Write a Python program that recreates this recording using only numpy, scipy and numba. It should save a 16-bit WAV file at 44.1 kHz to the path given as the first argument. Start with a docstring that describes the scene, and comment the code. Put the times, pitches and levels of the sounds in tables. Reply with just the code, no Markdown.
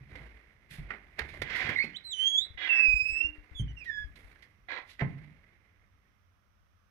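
"""An interior doorway in a carpeted room: someone walks up, turns the handle and pushes the door open. The dry
hinge squeals as harmonic partials on a gliding slip rate; the latch scrapes and clicks and the leaf brushes the
carpet as grainy noise, ringing the modes of the leaf. Floorboards thud as damped swings and resonant noise,
over rustling clothes, deep rumble and faint house air, heard by a body-worn recorder whose left port is duller
than its right near 2 kHz."""
import sys
import numpy as np
from scipy import signal
from scipy.fft import rfft, irfft, next_fast_len
from scipy.io import wavfile
from scipy.ndimage import uniform_filter1d, map_coordinates
from numba import njit

SR = 44100
rng = np.random.default_rng(int(sys.argv[2]) if len(sys.argv) > 2 else 0)


def store_pcm(level_fs):
    """Save levels as 16-bit WAV."""
    pcm = np.round(np.clip(level_fs, -1, 1) * 32767).astype(np.int16)
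    wavfile.write(sys.argv[1], SR, np.atleast_2d(pcm).T)


N = 304334  # samples
TIME = np.arange(N) / SR  # s
TOP_HZ = 15700  # upper limit of the sound


def undb(db):
    """Level to amplitude: 20 dB is a factor of ten."""
    return 10 ** (np.asarray(db) / 20)


def unit(x):
    """Normalisation to an rms of 1."""
    return x / np.sqrt(np.mean(x ** 2))


def colour(x, points):
    """Spectral filtering: (hz, db) points joined on a log-frequency axis."""
    hz, db = np.transpose(points)
    size = next_fast_len(N)
    f = np.arange(size // 2 + 1) * SR / size + 1
    gain = undb(np.interp(np.log(f), np.log(hz), db))
    return irfft(rfft(x, size) * gain, size)[..., :N]


def walk(rate):
    """Random modulation: levels held 1 / rate s and smoothed twice; rms 1."""
    k = int(SR / rate)
    steps = np.repeat(rng.standard_normal(N // k + 1), k)
    return unit(uniform_filter1d(uniform_filter1d(steps, k), k)[:N])


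def tracks(tables, edge_s):
    """Interpolated control: columns of all tables along time, and a soft gate open inside each table."""
    rows = np.vstack(tables)
    columns = [np.interp(TIME, rows[:, 0], c) for c in rows.T[1:]]
    gate = sum(((TIME >= tab[0][0]) & (TIME < tab[-1][0])) * 1. for tab in tables)
    return columns, uniform_filter1d(gate, int(edge_s * SR) + 1)


def swell(s, rise, hold, t60, rise_db=-25.5):
    """Envelope of a sustained contact: an attack from rise_db, a hold, an exponential release."""
    corners = [-.008, 0, rise, rise + hold, rise + hold + 2 * t60]
    db = np.interp(TIME - s, corners, [-60, rise_db, 0, 0, -120])
    return undb(db) * (db > -59)


def add(out, s, sound):
    """Superposition: mix a short sound in at time s."""
    i = int(s * SR)
    out[..., i:i + sound.shape[-1]] += sound[..., :N - i]


def ring(x, modes):
    """Modal resonance: each (hz, width_hz, db) mode filters the sound twice; the sum has rms 1."""
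    out = 0
    for hz, width, db in modes:
        b, a = signal.iirpeak(hz, hz / width, fs=SR)
        once = signal.lfilter(b, a, x)
        out = out + undb(db) * signal.lfilter(b, a, once)
    return unit(out)


def narrow(hz, width):
    """Narrow-band noise: a random excitation of one resonance."""
    skirt = [(hz / 3, -50), (hz - width, -12), (hz, 0), (hz + width, -12), (hz * 3, -50), (hz * 12, -110)]
    return unit(colour(rng.standard_normal(N), skirt))


def push(hz, t60):
    """Damped oscillation: a soft blow whose swing starts from rest."""
    t = np.arange(SR // 2) / SR
    return -np.sin(2 * np.pi * hz * t) * 1000 ** (-t / t60) * (1 - np.exp(-t / 0.00084))


# hinge stick-slip, one table per squeal: start_s [s], slip_hz [Hz], level_db [dB]
SQUEALS = [
    [(1.752, 1825, -43), (1.765, 2100, -25.5), (1.787, 1905, -27.5), (1.796, 2230, -26), (1.808, 2147, -20),
     (1.82, 2233, -26.5), (1.835, 2508, -30), (1.845, 2502, -62)],
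    [(1.945, 3028, -40.5), (1.957, 3180, -41.5), (1.97, 3900, -31), (1.99, 4080, -69)],
    [(2.04, 4300, -57.5), (2.052, 4105, -41), (2.1, 4000, -42.5), (2.125, 3670, -33.5), (2.14, 3070, -30),
     (2.165, 3050, -42.5), (2.2, 3046, -25), (2.275, 3259, -23), (2.3, 3338, -31), (2.345, 3318, -23.5),
     (2.385, 3426, -19.5), (2.44, 3943, -33.5), (2.47, 3990, -50)],
    [(2.688, 2860, -29), (2.7, 2663, -19.5), (2.83, 2603, -19), (2.9, 2521, -18), (3.02, 2525, -22),
     (3.21, 2666, -29.5), (3.26, 2802, -24), (3.28, 2750, -34), (3.29, 2860, -53)],
    [(3.55, 3530, -50), (3.56, 3454, -43.5), (3.585, 3357, -42), (3.6, 3174, -35), (3.63, 3200, -58)],
    [(3.68, 2904, -52), (3.7, 2990, -53), (3.725, 2880, -60)],
    [(3.765, 2891, -57), (3.775, 2750, -42), (3.8, 2720, -50), (3.82, 2400, -39.5), (3.845, 2396, -49)],
    [(3.857, 1973, -42.5), (3.89, 1843, -34), (3.92, 1710, -38.5), (4.0, 1695, -40), (4.03, 1687, -37),
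     (4.08, 1640, -83)],
]
# voice of each squeal away from its ends: second_db [dB], third_db [dB], fall_db [dB per partial above]
SQUEAL_VOICES = [(-44, -70.5, 3.5), (-58.5, -74, 8), (-48.5, -58.5, 18), (-46, -60.5, 5.5),
                 (-59, -63.5, 10), (-70.5, -95, 6), (-60, -76, 7), (-50.5, -61.5, 16)]
# slip-rate scatter of each squeal before the random walks scale it: scatter [share of the rate]
SQUEAL_SCATTER = [.012, .008, .002, .002, .008, .006, .012, .002]
# the hinge bites or lets go for a moment: centre_s [s], change_db [dB], half_width_s [s]
BITES = [(1.763, 9.5, 0.0026), (1.769, -11, .002), (1.78, -12.5, 0.0035), (1.79, 11, .0019),
         (2.275, 4, 0.02), (2.297, -2.5, 0.0012), (2.372, -12.5, 0.0057), (2.388, 5.5, 0.0021),
         (2.406, -10.5, 0.0065), (2.807, 2.5, 0.0074), (2.873, 3, 0.0073), (2.881, -4.5, .0043),
         (2.948, -7.5, 0.0054), (2.99, -8, 0.012), (3.037, -16, .014), (3.082, -13, .0034),
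         (3.198, -9.5, 0.0041), (3.212, 11.5, 0.0064), (3.901, 10, .006), (3.985, 9, 0.013)]
# upper partials enter late and leave early: shares of the squeal, and the dip at its ends
PARTIAL_ATTACK, PARTIAL_RELEASE, PARTIAL_EDGE_DB = 0.14, 0.11, -23.5
PARTIAL_ROLL_HZ, PARTIAL_ROLL_DB = 11000, -37  # roll-off in dB per octave above this frequency
GLIDE_SCATTER_S = 0.00033  # the faster the rate glides, the more it scatters
END_SCATTER, END_SCATTER_S = 0.0057, 0.05  # the slip turns ragged as the squeal dies
LEFT_HINGE_DB, LEFT_BITE = -1, 0.22  # left level, and the share of each bite heard there


def hinge():
    """Stick-slip friction: regular slips give harmonic partials.

    Each partial throbs at random, separately in each port, as in room interference.
    """
    tables = [np.column_stack([tab, np.tile([*voice, scatter], (len(tab), 1))])
              for tab, voice, scatter in zip(SQUEALS, SQUEAL_VOICES, SQUEAL_SCATTER)]
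    (hz, *db, fall_db, scatter), gate = tracks(tables, edge_s=0.0091)
    spans = [(tab[0][0], tab[-1][0]) for tab in SQUEALS]

    def near(s, width):
        return np.exp(-np.abs(TIME - s) / width)

    edge_db = PARTIAL_EDGE_DB * sum(near(a, PARTIAL_ATTACK * (b - a)) + near(b, PARTIAL_RELEASE * (b - a))
                                    for a, b in spans)
    bite_db = sum(change_db * np.exp(-((TIME - s) / half) ** 2) for s, change_db, half in BITES)

    hz = uniform_filter1d(hz, SR // 150)
    glide = np.abs(np.gradient(np.log(hz))) * SR
    scatter = scatter + GLIDE_SCATTER_S * uniform_filter1d(glide, SR // 50)
    scatter = scatter + END_SCATTER * sum(near(b, END_SCATTER_S) * (TIME <= b) * (TIME > a) for a, b in spans)
    ragged_hz = hz * (1 + scatter * (1.2 * walk(90) + walk(700)))
    phase = 2 * np.pi * np.cumsum(ragged_hz) / SR

    first_db = uniform_filter1d(db[0], SR // 200)  # the grip cannot change at once
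    third_db = db[2] + 1.3 * edge_db
    partials_db = [first_db, db[1] + edge_db, third_db] + [third_db - fall_db * k for k in (1, 2, 3)]
    out = np.zeros((2, N))
    for k, level_db in enumerate(partials_db, 1):
        roll_db = PARTIAL_ROLL_DB * np.log2(np.maximum(k * hz / PARTIAL_ROLL_HZ, 1))
        wave = np.sqrt(2) * np.sin(k * phase + k * k) * (k * hz < TOP_HZ)
        left_db = 7.3 * walk(45) + LEFT_BITE * bite_db + LEFT_HINGE_DB
        right_db = 3.5 * walk(45)
        if k == 1:
            right_db = bite_db + 0.068 * right_db
        out += wave * undb(level_db + roll_db) * undb([left_db, right_db])
    return out * gate


# a second, fainter squeak as the leaf starts: start_s [s], pitch_hz [Hz], level_db [dB]
SECOND_SQUEAK = [(1.745, 2915, -54), (1.767, 3817, -56), (1.787, 3787, -41), (1.799, 4433, -55),
                 (1.811, 4333, -43), (1.9, 4240, -69)]


def second_hinge():
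    """Frequency modulation: random pitch scatter makes a short rising squeak hoarse."""
    (hz, db), gate = tracks([SECOND_SQUEAK], edge_s=.008)
    level = undb(db + 3.0 * walk(79))
    phase = 2 * np.pi * np.cumsum(hz * (1 + .015 * walk(300))) / SR
    return gate * level * np.sqrt(2) * np.sin(phase)


# swells of the groan: start_s [s], rise_s [s], hold_s [s], t60_s [s], level_db [dB]
GROANS = [(2.65, 0.21, 0.0068, 0.15, -55), (3.187, 0.051, 0.05, 0.37, -53)]
GROAN_HZ, GROAN_IDLE_DB = 298, -72  # mean pitch, and level between swells


def groan():
    """Panel radiation: a low, hoarse hinge vibration sounded by the leaf while it swings."""
    swinging = (TIME > GROANS[0][0]) * (TIME < SQUEALS[-1][-1][0])
    size = undb(GROAN_IDLE_DB) * swinging + sum(undb(db) * swell(*row) for *row, db in GROANS)
    waver = undb(2.5 * walk(25))
    return size * waver * np.sin(2 * np.pi * np.cumsum(GROAN_HZ * (1 + 0.029 * walk(30))) / SR)


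# share of contact noise that differs between the ports: frequency_hz [Hz], level_db [dB]
APART = [(300, -19.5), (700, -1), (3000, 3.5)]
# latch bolt, then carpet drag: start_s [s], rise_s [s], hold_s [s], t60_s [s], level_db [dB],
# lower_modes_db [dB], upper_modes_db [dB], modes_4khz_db [dB], upper_fading_db [dB per s]
DRAGS = [(1.432, 0.16, 0.14, 0.035, -35, -46, -43.5, -69, 39),
         (2.576, 0.066, 0.15, 0.33, -32, -48, -34.5, -51, 120),
         (4.687, .03, 0.071, 0.12, -36.5, -44, -49, -50, 16)]
# modes of the leaf in the four groups above: pitch_hz [Hz], width_hz [Hz, each pass], level_db [dB]
LEAF_MODES = [
    [(1657, 140, -9.5), (1900, 200, -8.5), (2030, 44, -1), (2290, 320, -12)],
    [(337, 61, -3), (389.4, 73, -2), (497, 210, -3), (743, 56, 2.5), (1015, 260, 0.5), (1362, 80, 3)],
    [(2920, 97, 4.5), (3334, 150, 6), (3760, 52, 0.5)],
    [(3970, 450, 11), (4800, 200, -10), (5500, 900, -22)],
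]
# the leaf chatters over the carpet: start_s [s], end_s [s], rate_hz [Hz], depth_db [dB]
CHATTER = (4.688, 4.81, 88, 4.5)
# colour of the plucking noise: frequency_hz [Hz], level_db [dB]
PILE_COLOUR = [(100, -3), (5500, -1), (8000, -11.5), (15000, -24.5)]


def drag(grit_db):
    """Modal excitation: bolt, later carpet pile, plucks the leaf in grains; late in the swing it chatters."""
    start, end, rate, depth_db = CHATTER
    shape = 0
    for s, rise, hold, t60, *db, fade_db in DRAGS:
        dull = undb(-fade_db * np.clip(TIME - s - rise, 0, 1))  # upper modes fade as the motion slows
        steady = np.ones(N)
        envelope = swell(s, rise, hold, t60, rise_db=-7)
        shape = shape + undb(db)[:, None] * envelope * np.array([steady, steady, dull, dull])
    chatter = np.cos(2 * np.pi * np.cumsum(rate * (1 + 0.0403 * walk(30))) / SR)
    chatter_db = depth_db * chatter * (TIME > start) * (TIME < end)
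    pile = rng.standard_normal(N) + colour(rng.standard_normal((2, N)), APART)
    pile = pile * undb(grit_db * (walk(300) + .5 * walk(60)) + chatter_db)
    pile = colour(pile, PILE_COLOUR)
    return sum(ring(pile, modes) * e for modes, e in zip(LEAF_MODES, shape))


# four ranges of rubbing noise, each scaled to rms 1: frequency_hz [Hz], level_db [dB per Hz, relative]
RUB_MID = [(710, -42), (1200, -21.5), (1490, -8), (2100, 2), (2540, -10), (4000, -36), (5200, -41.5),
           (8800, -120)]
RUB_BODY = [(130, -32), (220, -1), (232, -7), (334, -4), (838, -12), (1300, -16), (1690, -40), (2860, -120)]
RUB_TREBLE = [(1590, -34.5), (2700, -1.5), (3020, -3), (3340, 1.5), (4160, -1.5), (5830, -13.5),
              (7500, -27), (9750, -58), (16500, -120)]
RUB_TOP = [(3820, -29), (6500, -13), (8650, -9), (10300, -2.5), (14500, -14.5)]


def rub_bands():
    """Partial coherence: one contact noise, partly unlike in the two ports, split into four ranges."""
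    source = rng.standard_normal(N) + colour(rng.standard_normal((2, N)), APART)
    return [unit(colour(source, c)) for c in (RUB_MID, RUB_BODY, RUB_TREBLE, RUB_TOP)]


# latch, handle and shoe clicks: start_s [s], mid_db [dB], body_db [dB], treble_db [dB], t60_s [s], ring_hz [Hz]
CLICKS = [(0.154, -40.5, -77, -53, .073, 2060), (.709, -50, -84, -58, 0.12, 2400),
          (.8624, -57, -61, -82, .023, 2030), (0.9041, -26, -46.5, -54, 0.05, 1405),
          (1.1905, -22, -59, -30.5, 0.037, 1730), (1.286, -48, -72, -54.5, 0.29, 2290),
          (1.3382, -44, -41.5, -55, 0.055, 1830), (1.4174, -25.5, -33, -32, 0.051, 1970),
          (1.5552, -38, -71, -42.5, 0.36, 1910), (1.69, -27, -35.5, -41, 0.074, 1960),
          (1.8384, -41, -43, -47.5, 0.11, 2220), (3.8424, -52, -66.5, -54.5, 0.17, 1940),
          (4.157, -51, -64, -54, 0.079, 2230), (4.3139, -51, -72, -62, 0.045, 2220),
          (4.358, -40.5, -65.5, -68, 0.018, 1640), (4.4226, -53, -74, -55.5, 0.12, 1900),
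          (4.993, -31.5, -57, -52, 0.047, 1880), (5.0115, -33.5, -35, -66, 0.12, 1970)]
CLICK_TOP_DB, CLICK_RING_DB = -15, -1.5  # top against treble, ring against mid


def clicks():
    """Impact excitation: sharp-fronted cracks of contact noise; the struck part rings on, hoarsely."""
    t, shape, rings = np.arange(SR // 4) / SR, np.zeros((4, N)), np.zeros(N)
    for s, mid_db, body_db, treble_db, t60, hz in CLICKS:
        fall = 1000 ** (-t / t60) * (1 - np.exp(-t / 0.0011))
        bands_db = [mid_db, body_db, treble_db, treble_db + CLICK_TOP_DB]
        add(shape, s, np.outer(undb(bands_db), fall))
        struck = ring(rng.standard_normal(len(t)), [(hz, 260., 0)])
        add(rings, s, undb(mid_db + CLICK_RING_DB) * fall ** 0.72 * struck)  # the ring dies more slowly
    return rings + sum(e * band for e, band in zip(shape, rub_bands()))


# continuous rustle of clothes and shoes, rising and falling with the movements: start_s [s], level_db [dB]
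RUSTLE = [(0, -64), (.18, -53), (.68, -66.5), (.8, -54.5), (1.16, -61.5), (1.25, -50.5), (1.85, -55),
          (1.97, -66.5), (2.21, -60), (2.93, -64), (3.19, -54), (3.45, -60), (3.84, -62.5), (4.1, -64.5),
          (4.2, -62), (4.45, -63.5), (4.6, -74.5), (4.84, -60), (4.98, -74), (5.1, -55.5), (6.5, -86)]
# its other ranges against that level: body_db [dB], treble_db [dB], top_db [dB]
RUSTLE_COLOUR = (-9, -18, -27.5)
# single scuffs and scrapes: start_s [s], rise_s [s], hold_s [s], t60_s [s], level_db [dB],
# body_db [dB], treble_db [dB], top_db [dB]
SCUFFS = [(0.141, 0.0073, 0.0018, 0.24, -67, -52, -70, -93),
          (0.692, 0.018, 0.029, 0.19, -52, -74, -55, -59.5),
          (0.84, 0.073, 0.013, 0.28, -46.5, -54.5, -82, -93),
          (1.18, 0.0091, 0.0088, 0.16, -37, -44, -52, -74),
          (1.44, 0.074, 0.11, 0.7, -32.5, -53.5, -46.5, -76),
          (1.618, 0.071, .01, 0.2, -47.5, -42.5, -64, -79),
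          (2.122, 0.092, 0.024, 0.3, -55.5, -90, -60, -75),
          (4.151, 0.016, .01, 0.95, -67, -72.5, -73.5, -75.5),
          (4.851, 0.048, 0.0076, 0.26, -58, -83, -56, -69),
          (4.989, 0.023, 0.00066, 0.063, -28, -39.5, -54.5, -87),
          (5.006, 0.016, .002, 0.11, -52, -34.5, -74, -89)]


def rubbing(grit_db):
    """Dry friction: fibres and metal catch and slip, giving noise in uneven grains of a few ms."""
    (db,), gate = tracks([RUSTLE], edge_s=.006)
    shape = np.outer(undb([0, *RUSTLE_COLOUR]), gate * undb(db))
    shape = shape + sum(np.outer(undb(row[4:]), swell(*row[:4])) for row in SCUFFS)
    grains = unit(undb(grit_db * (walk(180) + .5 * walk(40))))
    return grains * sum(band * e for band, e in zip(rub_bands(), shape))


# footfalls and the door's knocks in the floor: start_s [s], push_db [dB], pitch_hz [Hz],
# t60_s [s, of the boards], joists_db [dB]
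THUDS = [(0.009, -40.5, 124, 0.58, -49), (0.125, -41, 82, 0.41, -51), (0.201, -42.5, 140, 0.11, -48),
         (0.301, -59, 60, 0.49, -56), (0.708, -48, 140, 0.67, -46), (0.785, -35.5, 152, 0.24, -41),
         (0.791, -35.5, 44.4, 0.36, -50), (1.212, -35.5, 67.7, 0.77, -51),
         (1.394, -40.5, 84.4, 0.93, -49.5), (1.648, -33.5, 131, 0.27, -54), (1.691, -33, 110, 0.13, -62),
         (1.841, -37.5, 228, 0.41, -61.5), (3.598, -21, 114, 0.3, -26), (5.021, -18, 139.7, 0.36, -45.5),
         (5.148, -43, 142, 0.56, -52), (5.25, -44, 147.7, 0.3, -62)]
# floorboard resonances: pitch_hz [Hz], width_hz [Hz], level_db [dB]
BOARDS = [(106.6, 15, -7.5), (147.6, 33, -4.5), (187.5, 36, -8), (297.3, 36, -10.5)]
BOARDS_DB = -5  # all boards against the push
# joist resonance: pitch_hz [Hz], width_hz [Hz], t60_s [s]
JOISTS = (56, 4.1, 0.43)


def thuds():
    """Forced and free vibration: a short push leaves the floorboards and the joists under them shaking."""
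    t, out, shake, deep = np.arange(SR) / SR, np.zeros(N), np.zeros((len(BOARDS), N)), np.zeros(N)
    f, _, db = np.transpose(BOARDS)
    joist_hz, joist_width, joist_t60 = JOISTS
    for s, push_db, hz, t60, deep_db in THUDS:
        add(out, s, undb(push_db) * push(hz, 14 / hz))
        reach = 1 / (1 + (1.2 * np.log2(f / hz)) ** 2) ** 1.2  # boards near the pitch of the push answer most
        fall = 1000 ** (-t / t60) * (1 - np.exp(-t / 0.01))
        add(shake, s, np.outer(undb(push_db + BOARDS_DB + db) * reach, fall))
        add(deep, s, undb(deep_db) * 1000 ** (-t / joist_t60) * (1 - np.exp(-t / 0.033)))
    boards = sum(e * narrow(hz, width) for e, (hz, width, _) in zip(shake, BOARDS))
    return out + deep * narrow(joist_hz, joist_width) + boards


# short bumps against the recorder's body: start_s [s], level_db [dB], pitch_hz [Hz]
BUMPS = [(2.504, -38, 80), (2.547, -38.5, 49.6), (2.882, -26, 40), (2.941, -21, 53), (3.022, -37, 86.8),
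         (3.098, -36, 72), (3.123, -34, 50.6), (3.245, -30, 63.3), (3.293, -37, 50), (3.382, -37.5, 41.7),
         (3.514, -36.5, 68.5), (3.553, -35, 45.3), (4.001, -38, 60), (4.044, -28, 51), (4.102, -42, 54.4),
         (4.246, -41, 53.4)]
BUMP_RIGHT_DB = -23  # right against left


def bumps():
    """Heavy damping: dead, short knocks, mostly on the left side."""
    out = np.zeros((2, N))
    for s, level_db, hz in BUMPS:
        knock = push(hz, 6.7 / hz)  # 6.7 cycles to fall by 60 dB
        add(out, s, np.outer(undb([level_db, level_db + BUMP_RIGHT_DB]), knock))
    return out


# low rumble of a moving body and swinging leaf: start_s [s], level_db [dB]
RUMBLE = [(0, -79), (.55, -67), (1.23, -63), (1.36, -52), (1.67, -54.5), (1.961, -70.5), (3.09, -62),
          (3.379, -74.5), (4.07, -57), (4.53, -69.5), (5.1, -67), (6.9, -78)]


def rumble():
    """Low-frequency random noise: it heaves with the movements, partly unlike in the two ports."""
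    s, db = np.transpose(RUMBLE)
    deep = [(15, -22.0), (40, 2.5), (70, -1.0), (150, -9.5), (300, -18.5), (600, -53.5)]
    both, left, right = (unit(colour(rng.standard_normal(N), deep)) for _ in range(3))
    heave = undb(np.interp(TIME, s, db) + 0.55 * walk(47))
    return heave * (both + 0.21 * np.array([left, right]))


# spectrum of the quiet house: frequency_hz [Hz], level_db [dB per Hz, relative]
AIR = [(15, -46.5), (25, -17), (101, 5), (129, -33), (198, -14.5), (260, -32), (598, -27.5), (871, -31.5),
       (1200, -23.5), (2770, -35), (3340, -36.5), (4380, -45), (5880, -39), (7100, -56.5), (15500, -48)]
AIR_DB = -66  # level before the split into alike and unrelated parts


def house():
    """Diffuse-field coherence: faint air of the house, partly alike in the bass, unrelated in the treble."""
    both, left, right = (colour(rng.standard_normal(N), AIR) for _ in range(3))
    alike = [(100, -9.0), (300, 1.5), (1500, -37)]
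    apart = [(100, -4), (300, 2.5), (1500, 7.5)]
    air = colour(both, alike) + np.array([colour(left, apart), colour(right, apart)])
    return air * undb(AIR_DB + 0.92 * walk(1.9)) / np.sqrt(np.mean(both ** 2))


@njit
def walls(x, lags, gain, damp):
    """Feedback delay network: eight delay lines feed each other, duller on every round."""
    line, soft, out = np.zeros((8, 4096)), np.zeros(8), np.zeros((2, len(x)))
    for i in range(len(x)):
        total = 0.
        for k in range(8):
            soft[k] += (1 - damp) * (gain[k] * line[k, (i - lags[k]) & 4095] - soft[k])
            total += soft[k]
            out[k % 2, i] += soft[k]
        for k in range(8):
            line[k, i & 4095] = x[i] + 1e-18 + soft[k] - total / 4
    return out


ROOM_T60_S, ROOM_DAMP = 0.36, 0.6  # decay before damping, and treble loss per round as a filter share
PATH_WAVER_S = .00012  # rms; the echo paths change as leaf and listener move


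def room(x):
    """Reverberation: decaying echoes whose paths waver in length."""
    lags = rng.integers(500, 2200, 8)  # samples
    echoes = walls(x, lags, undb(-60 * lags / SR / ROOM_T60_S), ROOM_DAMP)
    return np.array([map_coordinates(e, [np.arange(N) + PATH_WAVER_S * SR * walk(25)], order=1)
                     for e in echoes])


# left port, duller than the right near 2 kHz: frequency_hz [Hz], level_db [dB]
LEFT_PORT = [(60, -2), (700, -2.5), (1300, -9.5), (2300, -21.5), (3300, -14.5), (4400, -9), (8000, -1.5),
             (15000, 0)]
LEFT_LEAD_S = .00014


def ports(pair):
    """Port shading: the left port is duller than the right near 2 kHz and hears a little earlier; the right
    passes unchanged."""
    left = np.roll(colour(pair[0], LEFT_PORT), -int(LEFT_LEAD_S * SR))
    return np.array([left, pair[1]])


def scene():
    """Superposition: door, blows, echoes and air pass the ports; bumps and rumble are added after them."""
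    door = rubbing(grit_db=2.0) + drag(grit_db=2.5) + clicks() + hinge() + second_hinge()
    blows = thuds() + groan()
    echoes = undb(-13.5) * room(door[1] + blows)
    return ports(door + echoes + house() + blows) + bumps() + rumble()


# gentle treble roll-off above 12 kHz: frequency_hz [Hz], level_db [dB]
TREBLE_ROLL_OFF = [(12000, 0), (14300, -3), (15700, -12)]


def record(dry):
    """Band limitation: a gentle treble roll-off above 12 kHz, then a steep cut."""
    cut = signal.ellip(10, .2, 70, TOP_HZ, fs=SR, output="sos")
    return signal.sosfilt(cut, colour(dry, TREBLE_ROLL_OFF))


dry = scene()
out = record(dry)
store_pcm(out)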